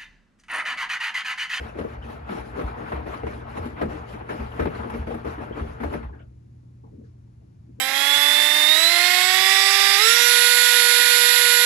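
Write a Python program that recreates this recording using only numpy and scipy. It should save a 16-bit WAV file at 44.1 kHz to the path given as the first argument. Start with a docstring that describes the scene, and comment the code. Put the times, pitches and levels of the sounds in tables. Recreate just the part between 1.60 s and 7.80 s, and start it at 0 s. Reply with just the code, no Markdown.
"""Wet laundry thumps and sloshes in a front-loading washer, close to a small two-port microphone.
Paddles drag the load through the water; it slaps the ringing steel drum, throws spray and lands
with a thump that sways the cabinet. Then the drum stops, water glugs off the settling load,
and a mains hum stays over the room's rumble, with a dull low bump at the very end."""
import sys
import numpy as np
from scipy import signal
from scipy.fft import rfft, irfft, next_fast_len
from scipy.io import wavfile
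from scipy.ndimage import uniform_filter1d, map_coordinates

SR = 44100
rng = np.random.default_rng(int(sys.argv[2]) if len(sys.argv) > 2 else 0)


def store_wav(level_fs):
    """Save 16-bit WAV to argv[1]."""
    pcm = np.round(np.clip(np.atleast_2d(level_fs), -1, 1) * 32767)
    wavfile.write(sys.argv[1], SR, pcm.T.astype(np.int16))


N = 273420

STOP_S, RUNDOWN_DB_PER_S = 4.45, 190  # the drum halts and the wash dies away
def laundry():
    """The tumbling load: surges and slaps shake the drum and throw spray, landings thump the cabinet."""
    running_db = -RUNDOWN_DB_PER_S * np.maximum(np.arange(N) / SR - STOP_S, 0)
    wash, fine, drumming = surges(running_db)
    smack, thud, splash = slaps_and_trickle()
    lumps, shake = wobble(30.34), patchy(depth_db=1.7)
    body = churn(wash * amp(2.2 * lumps) + smack, shake) + thuds(drumming + thud, shake[::-1])
    water = gurgle(wash) + spray(fine * amp(0.67 * lumps), splash, running_db)
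    return body + water + bongs() + rocking(running_db) + plinks(fine) + thumps()

# Paddle strokes: (crest time [s], churn level [dB], spray level [dB], drumming level [dB], hold [s])
PADDLE_STROKES = [(0, -40.5, -52.5, -41.5, 0.097), (0.18, -43.5, -56, -41.5, 0.11),
                  (0.294, -39.5, -58, -46, 0.043), (0.45, -42.5, -54.5, -43, 0.016),
                  (0.501, -41.5, -52.5, -39.5, 0.043), (0.713, -36, -48.5, -33, 0.088),
                  (0.858, -43.5, -54.5, -43.5, 0.047), (0.974, -36.5, -52.5, -34.5, 0.14),
                  (1.184, -38, -57, -36, 0.056), (1.29, -41.5, -51.5, -40, 0.052),
                  (1.334, -39, -63, -36, 0.071), (1.483, -40, -52, -36, 0.093),
                  (1.673, -39, -52, -35.5, 0.12), (1.899, -40, -55, -46, 0.036),
                  (1.967, -38, -52.5, -34.5, 0.14), (2.192, -39.5, -59, -35.5, 0.12),
                  (2.302, -39.5, -53, -38, 0.095), (2.493, -45, -50, -39.5, 0.044),
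                  (2.708, -38, -50.5, -38.5, 0.25), (2.968, -41.5, -54, -37, 0.18),
                  (3.153, -36.5, -53, -39, 0.35), (3.34, -39, -52, -34.5, 0.052),
                  (3.5, -40.5, -54, -39.5, 0.1), (3.676, -38.5, -50, -45, 0.052),
                  (3.818, -43, -57, -39, 0.042), (3.977, -39, -53, -34, 0.17),
                  (4.23, -40, -55, -39.5, 0.12), (4.332, -45, -51, -34.5, 0.021)]
RISE_DB_PER_S, SAG_DB_PER_S = (240, 410, 311), (46.5, 34.5, 63)  # each: churn, spray, drumming
FALL_DB_PER_S, LULL_DB = (129, 255, 129), (-49, -71.5, -51)
def surges(running_db):
    """Churn, spray and drumming envelopes: a paddle's drag crests, sags and falls back to a lull."""
    t = np.arange(0, N + 64, 64) / SR
    crest_s, *levels, hold = np.transpose(PADDLE_STROKES)[..., None]
    early, held = np.maximum(crest_s - t, 0), np.clip(t - crest_s, 0, hold)
    late = np.maximum(t - crest_s - hold, 0)
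    envelopes = []
    for db, rise, sag, fall, lull in zip(levels, RISE_DB_PER_S, SAG_DB_PER_S, FALL_DB_PER_S, LULL_DB):
        crests = np.linalg.norm(amp(db - rise * early - sag * held - fall * late), axis=0)
        envelopes.append(amp(running_db) * np.hypot(np.interp(np.arange(N) / SR, t, crests), amp(lull)))
    return envelopes

# Cloth hits; the last row is a soft wash of trickling water as the drum stops:
# (time [s], smack level [dB], thud level [dB], splash level [dB], thud t60 [s])
SLAPS_AND_TRICKLE = [(0.154, -66, -28, -73, 0.077), (0.185, -31, -24, -49, 0.16),
                     (0.211, -24, -27, -63, 0.029), (0.242, -37, -22.5, -65, 0.1),
                     (0.69, -25.5, -51, -85, 0.07), (0.721, -37, -34, -62, 0.11),
                     (0.977, -60, -31, -52, 0.1), (0.991, -26.5, -28, -51, 0.14),
                     (1.011, -29, -33, -50, 0.068), (1.077, -35, -45, -63, 0.13),
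                     (1.319, -20, -32, -49, 0.1), (1.462, -31.5, -32.5, -56, 0.12),
                     (1.537, -32.5, -48, -61, 0.19), (1.633, -28, -19, -71, 0.056),
                     (1.666, -25.5, -24, -46, 0.076), (1.97, -27, -33, -46, 0.13),
                     (2.055, -43, -37.5, -49, 0.16), (2.165, -38, -50, -65, 0.06),
                     (2.212, -23, -19.5, -46, 0.19), (2.253, -41, -30, -56, 0.1),
                     (2.536, -41.5, -54, -68, 0.64), (2.606, -42, -35, -81, 0.12),
                     (2.689, -31.5, -36, -53.5, 0.46), (2.701, -39, -36, -63, 0.07),
                     (2.802, -34, -27, -61, 0.068), (2.993, -24, -20, -46, 0.23),
                     (3.02, -30.5, -36, -56, 0.3), (3.054, -21, -19, -49, 0.09),
                     (3.071, -25, -26.5, -60, 0.095), (3.187, -40, -36, -65, 0.26),
                     (3.232, -32.5, -32, -65, 0.18), (3.298, -33, -40, -46, 0.094),
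                     (3.339, -28, -31, -66, 0.068), (3.467, -32, -32.5, -51.5, 0.17),
                     (3.503, -37, -38, -66, 0.17), (3.542, -30.5, -28.5, -49, 0.11),
                     (3.646, -36, -27, -57, 0.25), (3.778, -41.5, -33, -70, 0.24),
                     (3.909, -53, -20, -61, 0.048), (3.993, -34, -35, -61, 0.12),
                     (4.2, -34, -32.5, -57, 0.21), (4.232, -28.5, -30, -49, 0.17),
                     (4.323, -38, -33, -50, 0.13), (4.335, -26, -26.5, -56, 0.16),
                     (4.426, -36.5, -58, -62, 0.15), (4.53, -53.5, -58, -80, 0.68)]
def slaps_and_trickle():
    """Smack, thud and splash envelopes of wet cloth hitting steel, and of one closing trickle."""
    s, smack_db, thud_db, splash_db, t60 = np.transpose(SLAPS_AND_TRICKLE)
    return (swells(zip(s, smack_db, 0.5 * t60), rise_s=0.0045),
            swells(zip(s, thud_db, t60), rise_s=0.003),
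            swells(zip(s, splash_db + 7.5, 0.58 * t60), rise_s=0.0058))

# The load lands: (time [s], level [dB], pitch [Hz], sway level [dB])
LANDINGS = [(0.001, -23, 65, -51), (0.202, -25, 75.6, -40), (0.367, -21, 66, -37), (0.602, -37, 69, -52),
            (0.786, -24, 68, -31.5), (1.036, -13.5, 58, -35), (1.331, -20, 67, -32), (1.481, -23, 63, -48),
            (1.63, -23, 63, -30), (1.82, -33, 66, -40), (1.986, -19.5, 84.5, -37), (2.22, -22, 71, -28),
            (2.49, -50, 67, -48), (2.801, -21, 60.7, -32), (2.997, -10.5, 76, -26.5), (3.183, -24, 76, -46),
            (3.25, -40, 76, -37), (3.385, -15.5, 72, -26.5), (3.652, -20.5, 70, -44), (3.781, -35, 68, -46),
            (4.007, -12, 69.7, -30), (4.245, -21, 65, -27.5), (4.42, -34, 70, -33), (4.458, -25, 65.5, -39),
            (4.627, -30.5, 69, -37)]
def thumps(t60=0.17):
    """The falling load knocks a bass note out of the cabinet."""
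    return knocks([(s, db, hz, t60) for s, db, hz, _ in LANDINGS], rise_s=0.0066, waver=0.047, rate=88)

# The cabinet's boom: (frequency [Hz], relative level [dB])
CABINET_EQ = [(25, -61), (45, -11.5), (66, -2), (85, -10), (105, -27.5), (150, -18)]
def rocking(running_db, rock_db=-42, sway_t60=0.46):
    """The cabinet rocks while the drum turns and sways on after each landing."""
    sway = swells([(s, db, sway_t60) for s, *_, db in LANDINGS], rise_s=0.0078)
    return (amp(rock_db + running_db) + sway) * noise(CABINET_EQ)

# Drum resonances: (frequency [Hz], width [Hz], level over the direct sound [dB])
DRUM_MODES = [(164.6, 15.5, 4), (231.3, 7.5, 8), (307, 18.4, -3), (418, 96, -6.5), (455.4, 25, 3.5),
              (594, 40, 4.5), (847, 10.4, 0), (1287, 7.1, 0.5), (1341, 6.3, -4.5)]
def drum(hz):
    """The steel drum lifts its modes out of whatever shakes it."""
    return 1 + sum(amp(db) * 1j * hz * width / (mode ** 2 - hz ** 2 + 1j * hz * width)
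                   for mode, width, db in DRUM_MODES)

# Midrange slosh: (frequency [Hz], relative level [dB])
CHURN_EQ = [(250, -22), (450, -27.5), (700, 2.5), (1400, -0.5), (2600, -14), (4000, -28.5), (6000, -44)]
def churn(envelope, shake):
    """Churning water and smacking cloth, heard through the drum."""
    return tinted(envelope * shake, lambda hz: eq(CHURN_EQ)(hz) * drum(hz))

# Dull body of a hit: (frequency [Hz], relative level [dB])
THUD_EQ = [(110, -19), (170, -4), (260, -0.5), (500, -2), (750, -19.5), (1200, -53)]
def thuds(envelope, shake):
    """The load's weight drives the drum's low modes."""
    return tinted(envelope * shake, lambda hz: eq(THUD_EQ)(hz) * drum(hz))

# Drum wall notes: (time [s], level [dB], pitch [Hz], t60 [s])
WALL_NOTES = [(.04, -34.5, 217, 0.19), (.195, -28, 230, 0.33), (.45, -39, 225.8, 0.77),
              (.69, -24, 195, 0.098), (1.36, -34.5, 305.5, 0.4), (1.55, -34, 308, 0.18),
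              (1.77, -31, 296, 0.16), (2.05, -29, 233.6, 0.39), (2.225, -22.5, 234, 0.24),
              (2.53, -30.5, 235, 0.18), (2.79, -25, 227.4, 0.2), (3.19, -30, 230, 0.28),
              (3.335, -27.5, 226.6, 0.29), (3.47, -32.5, 231, 0.34), (3.775, -35, 291, 0.36),
              (4.2, -28, 235, 0.33), (4.25, -26, 305, 0.16)]
def bongs():
    """The drum wall rings hollow, as far as the load on it allows."""
    return knocks(WALL_NOTES, rise_s=0.0054, waver=0.041, rate=60)

def gurgle(wash):
    """Bubbles ring under the churn."""
    return wash * amp(-15.5) * bubbles(count=1100, centre_hz=1207, spread=0.536, cycles=20)

# Spray of a surge and splash of a slap: (frequency [Hz], relative level [dB])
SPRAY_EQ = [(1500, 7), (3000, 0.5), (4500, -7.5), (6500, -12), (9000, -11.5), (12000, -14.5), (14000, -27),
            (15500, -31)]
SPLASH_EQ = [(1500, 13.5), (3000, 3.5), (4500, -7.5), (6500, -9), (9000, -8.5), (12000, -10.5),
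             (14000, -15), (15500, -23)]
def spray(fine, splash, running_db, seep_db=-64.5):
    """Water hisses off surges and slaps, and seeps through the cloth while the drum turns."""
    hiss = patchy(depth_db=3.25)
    thrown = fine * tinted(hiss, eq(SPRAY_EQ)) + splash * tinted(hiss[::-1], eq(SPLASH_EQ))
    seep = tinted(hiss[[1, 2, 0]], eq([(1500, 7), (2500, -4), (4500, -14), (7000, -27)]))
    return thrown + amp(seep_db + running_db) * seep

# Droplets and squelches: (time [s], level [dB], pitch [Hz], t60 [s])
DOOR_DRIPS = [(.088, -42, 2610, 0.09), (.36, -49, 2060, .07), (.42, -44.5, 3030, 0.12),
              (.44, -45, 2560, 0.087), (1.405, -32, 920, 0.073), (3.503, -34, 800, 0.12),
              (2.608, -34, 822, 0.15), (1.672, -38, 2260, 0.14), (2.164, -40, 2020, .08),
              (2.396, -38, 1010, .07), (2.919, -39, 2960, 0.041), (3.922, -45.5, 3140, 0.15)]
def plinks(fine):
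    """Fine bubbles ping under the spray and droplets land near the door."""
    froth = fine * amp(-16) * bubbles(count=500, centre_hz=3115, spread=0.275, cycles=3.5)
    return froth + knocks(DOOR_DRIPS, rise_s=0.0015, waver=0.06, rate=600)

# Draining glugs; the last row is a dull low bump at the very end:
# (time [s], tone level [dB], pitch [Hz], tone t60 [s], shake level [dB])
GLUGS_AND_BUMP = [(4.485, -44, 950, 0.17, -41.5), (4.535, -48, 407, 0.18, -44),
                  (4.599, -48, 598, 0.18, -51.5), (5.235, -49.5, 915, 0.14, -44),
                  (5.27, -53.5, 830, 0.16, -66), (5.32, -49, 334, 0.18, -42.5),
                  (5.38, -36.5, 225.6, 0.2, -48), (5.409, -45, 438, 0.16, -51),
                  (5.44, -62, 1580, 0.17, -81), (5.67, -66, 820, 0.15, -63), (5.81, -61.5, 666, 0.18, -55),
                  (6.091, -38.5, 275, 0.08, -49), (6.181, -47, 258, 0.28, -40)]
# Air let out by a glug: (time [s], level [dB], t60 [s])
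AIR_FIZZ = [(5.43, -71, 0.35)]
# Soft last drops: (time [s], level [dB], pitch [Hz], t60 [s])
LAST_DROPS = [(4.43, -50, 875, .1), (4.526, -48, 1600, 0.25), (4.59, -58, 2930, 0.15),
              (4.591, -48.5, 1470, 0.19), (4.594, -55, 2250, 0.094), (4.614, -59, 2800, 0.089)]
def settling():
    """Air pockets waver and shake the drum as water drains off the load; a dull low bump comes last."""
    s, db, pitch, t60, shake_db = np.transpose(GLUGS_AND_BUMP)
    shake = swells(zip(s, shake_db, 1.47 * t60), rise_s=0.01) * rng.standard_normal((3, N))
    dull = tinted(shake, lambda hz: eq(THUD_EQ)(hz) * drum(hz) / (1 + (hz / 520) ** 6))
    fizz = swells(AIR_FIZZ, rise_s=0.025) * noise([(1000, -15), (1600, -10), (5000, 2), (8000, -3)])
    tones = knocks(zip(s, db, pitch, t60), rise_s=0.0026, waver=0.159, rate=400)
    drops = knocks(LAST_DROPS, rise_s=0.0026, waver=0.126, rate=1100)
    return tones + drops + dull + fizz

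# The hum's drift: (time [s], pitch [Hz], level [dB])
HUM_DRIFT = [(0, 119.8, -48.5), (4.25, 117.8, -44.5), (4.5, 119.4, -51.5), (5.3, 119.7, -49.5),
             (6.2, 119.3, -50)]
def hum():
    """The coils hum unsteadily at twice the mains frequency, with a rough buzz of the panels."""
    s, *columns = np.transpose(HUM_DRIFT)
    hz, db = [np.interp(np.arange(N) / SR, s, column) for column in columns]
    flutter = amp(1.1 * wobble(5.4))
    phase = 2 * np.pi * np.cumsum(hz + 1.115 * wobble(6)) / SR
    buzz = noise([(95, -11), (112, -14), (120, -16.5), (130, -15.5), (150, -17.5)], shape=N)
    return amp(db) * (np.sqrt(2) * flutter * np.sin(phase) + amp(-10) * buzz)

# Room tone: (frequency [Hz], relative level [dB])
ROOM_EQ = [(20, -24), (45, -5.5), (80, 8.5), (110, -3.5), (150, -5), (230, -9), (350, -15), (450, -25),
           (700, -29.5), (1200, -35), (2000, -39.5), (3200, -46), (5500, -48), (8000, -47), (12000, -57.5),
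           (13200, -75)]
def room(level_db=-48.5):
    """The home's low rumble and faint hiss."""
    return amp(level_db + 0.23 * wobble(7.1)) * noise(ROOM_EQ)

def bubbles(count, centre_hz, spread, cycles):
    """Air pockets of scattered sizes ring as damped, rising sines, strewn over three draws."""
    place, chance = rng.random((count, 2)).T[..., None]
    hz = np.clip(centre_hz * np.exp(spread * rng.standard_normal((count, 1))), 400, 6000)
    age = np.arange(900)  # samples
    turns = hz * age / SR
    size = amp(np.minimum(-4 * np.log(chance + 1e-6), 12)) * centre_hz / hz
    envelope = np.exp(-turns / cycles) * (1 - np.exp(-turns)) * np.linspace(1, 0, len(age))
    wave = size * envelope * np.sin(2 * np.pi * turns * (1 + 0.0197 * turns))
    at = (place * 3 * N).astype(int) + age
    return unit(np.bincount(at.ravel(), wave.ravel(), 3 * N)[:3 * N].reshape(3, N))

def knocks(rows, rise_s, waver, rate):
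    """Three draws of damped tones whose pitch wavers by a share, rate times a second."""
    out, t = np.zeros((3, N + SR)), np.arange(SR // 4) / SR
    for s, db, hz, t60 in rows:
        envelope = amp(db - 60 * t / t60) * (1 - np.exp(-t / rise_s)) ** 2
        for draw, knots in zip(out, rng.standard_normal((3, 600))):
            bend = 1 + waver * np.interp(t * rate, np.arange(len(knots)), knots)
            draw[round(s * SR):][:len(t)] += envelope * np.sin(2 * np.pi * hz * np.cumsum(bend) / SR)
    return out[:, :N]

def swells(rows, rise_s):
    """Sum of fast-attack envelopes from (time [s], level [dB], t60 [s]) rows."""
    out, t = np.zeros(N + SR), np.arange(SR // 2) / SR
    for s, db, t60 in rows:
        out[round(s * SR):][:len(t)] += amp(db - 60 * t / max(t60, .02)) * (1 - np.exp(-t / rise_s))
    return out[:N]

def patchy(depth_db):
    """Three white noises under one set of random patches in time and frequency."""
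    spectra = signal.stft(rng.standard_normal((3, N), np.float32), nperseg=512)[2]
    patches = uniform_filter1d(rng.standard_normal(spectra.shape[1:]), size=5, axis=0)
    patches = unit(uniform_filter1d(patches, size=6, axis=1))
    return unit(signal.istft(spectra * amp(depth_db * patches), nperseg=512)[1][:, :N])

def wobble(rate):
    """A smooth random curve, rate knots a second."""
    return map_coordinates(rng.standard_normal(int(N * rate / SR) + 4), [np.arange(N) * rate / SR])

def noise(points, shape=(3, N)):
    """Noise coloured by an EQ curve."""
    return tinted(rng.standard_normal(shape), eq(points))

def tinted(x, colour):
    """x through a colour scaled so that white noise keeps its rms."""
    return filtered(x, lambda hz: unit(colour(hz)))

def filtered(x, response):
    """x through a complex frequency response."""
    size = next_fast_len(N + SR // 2)
    return irfft(rfft(x, size) * response(np.fft.rfftfreq(size, 1 / SR)), size)[..., :N]

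def eq(points):
    """Gain curve through (frequency [Hz], level [dB]) points on a log axis."""
    freqs, db = np.transpose(points)
    return lambda hz: amp(np.interp(np.log(hz + 1), np.log(freqs + 1), db, -120, -120))

def amp(db):
    """Gain of a level in dB."""
    return 10 ** (np.asarray(db) / 20)

def unit(x):
    """x at rms 1."""
    return x / np.sqrt(np.mean(np.abs(x) ** 2) + 1e-20)

# The two ports: (frequency [Hz], likeness [0-1], left phase lead [rad], left over right [dB])
STEREO_IMAGE = [(0, .97, 0, .7), (140, .96, .2, 0), (260, .73, .5, 4), (430, .6, 2.8, 6), (620, .6, 2.9, 4),
                (950, .48, 2.4, 2), (1460, .42, 3, 3), (2580, .42, 6.5, 1), (3100, .35, 7.7, 2),
                (4200, .33, 7.2, 8), (5400, .35, 7.4, 8), (6000, .2, 6.8, 5), (7900, .9, 3.3, 1),
                (8800, .9, 3, 0), (9700, .65, 1.3, 0), (10500, .97, 0, 0), (11600, .98, 0, 0),
                (12300, .6, -2.2, 0), (12700, .99, -3.14, 0), (14100, .99, -3.14, 0), (15200, .9, -6.28, 0)]
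def scene():
    """Of three draws, both ports hear the first, shifted in phase, and each a scattered one of its own."""
    draws = laundry() + settling() + hum() + room()
    freqs, likeness, lead, balance_db = np.transpose(STEREO_IMAGE)
    side = np.array([[.5], [-.5]])
    alike = lambda hz: np.interp(hz, freqs, likeness)
    balance = lambda hz: amp(side * np.interp(hz, freqs, balance_db))
    shift = lambda hz: np.exp(1j * side * np.interp(hz, freqs, lead))
    shared = filtered(draws[0], lambda hz: balance(hz) * np.sqrt(alike(hz)) * shift(hz))
    return shared + filtered(draws[1:], lambda hz: balance(hz) * np.sqrt(1 - alike(hz)))

BASS_HZ, TOP_HZ = 45, 15600
def record(dry):
    """Deep bass rolls off and nothing passes above the band limit."""
    return filtered(dry, lambda hz: (hz < TOP_HZ) * (1j * hz / (BASS_HZ + 1j * hz)) ** 2)

dry = scene()
out = record(dry)
store_wav(out)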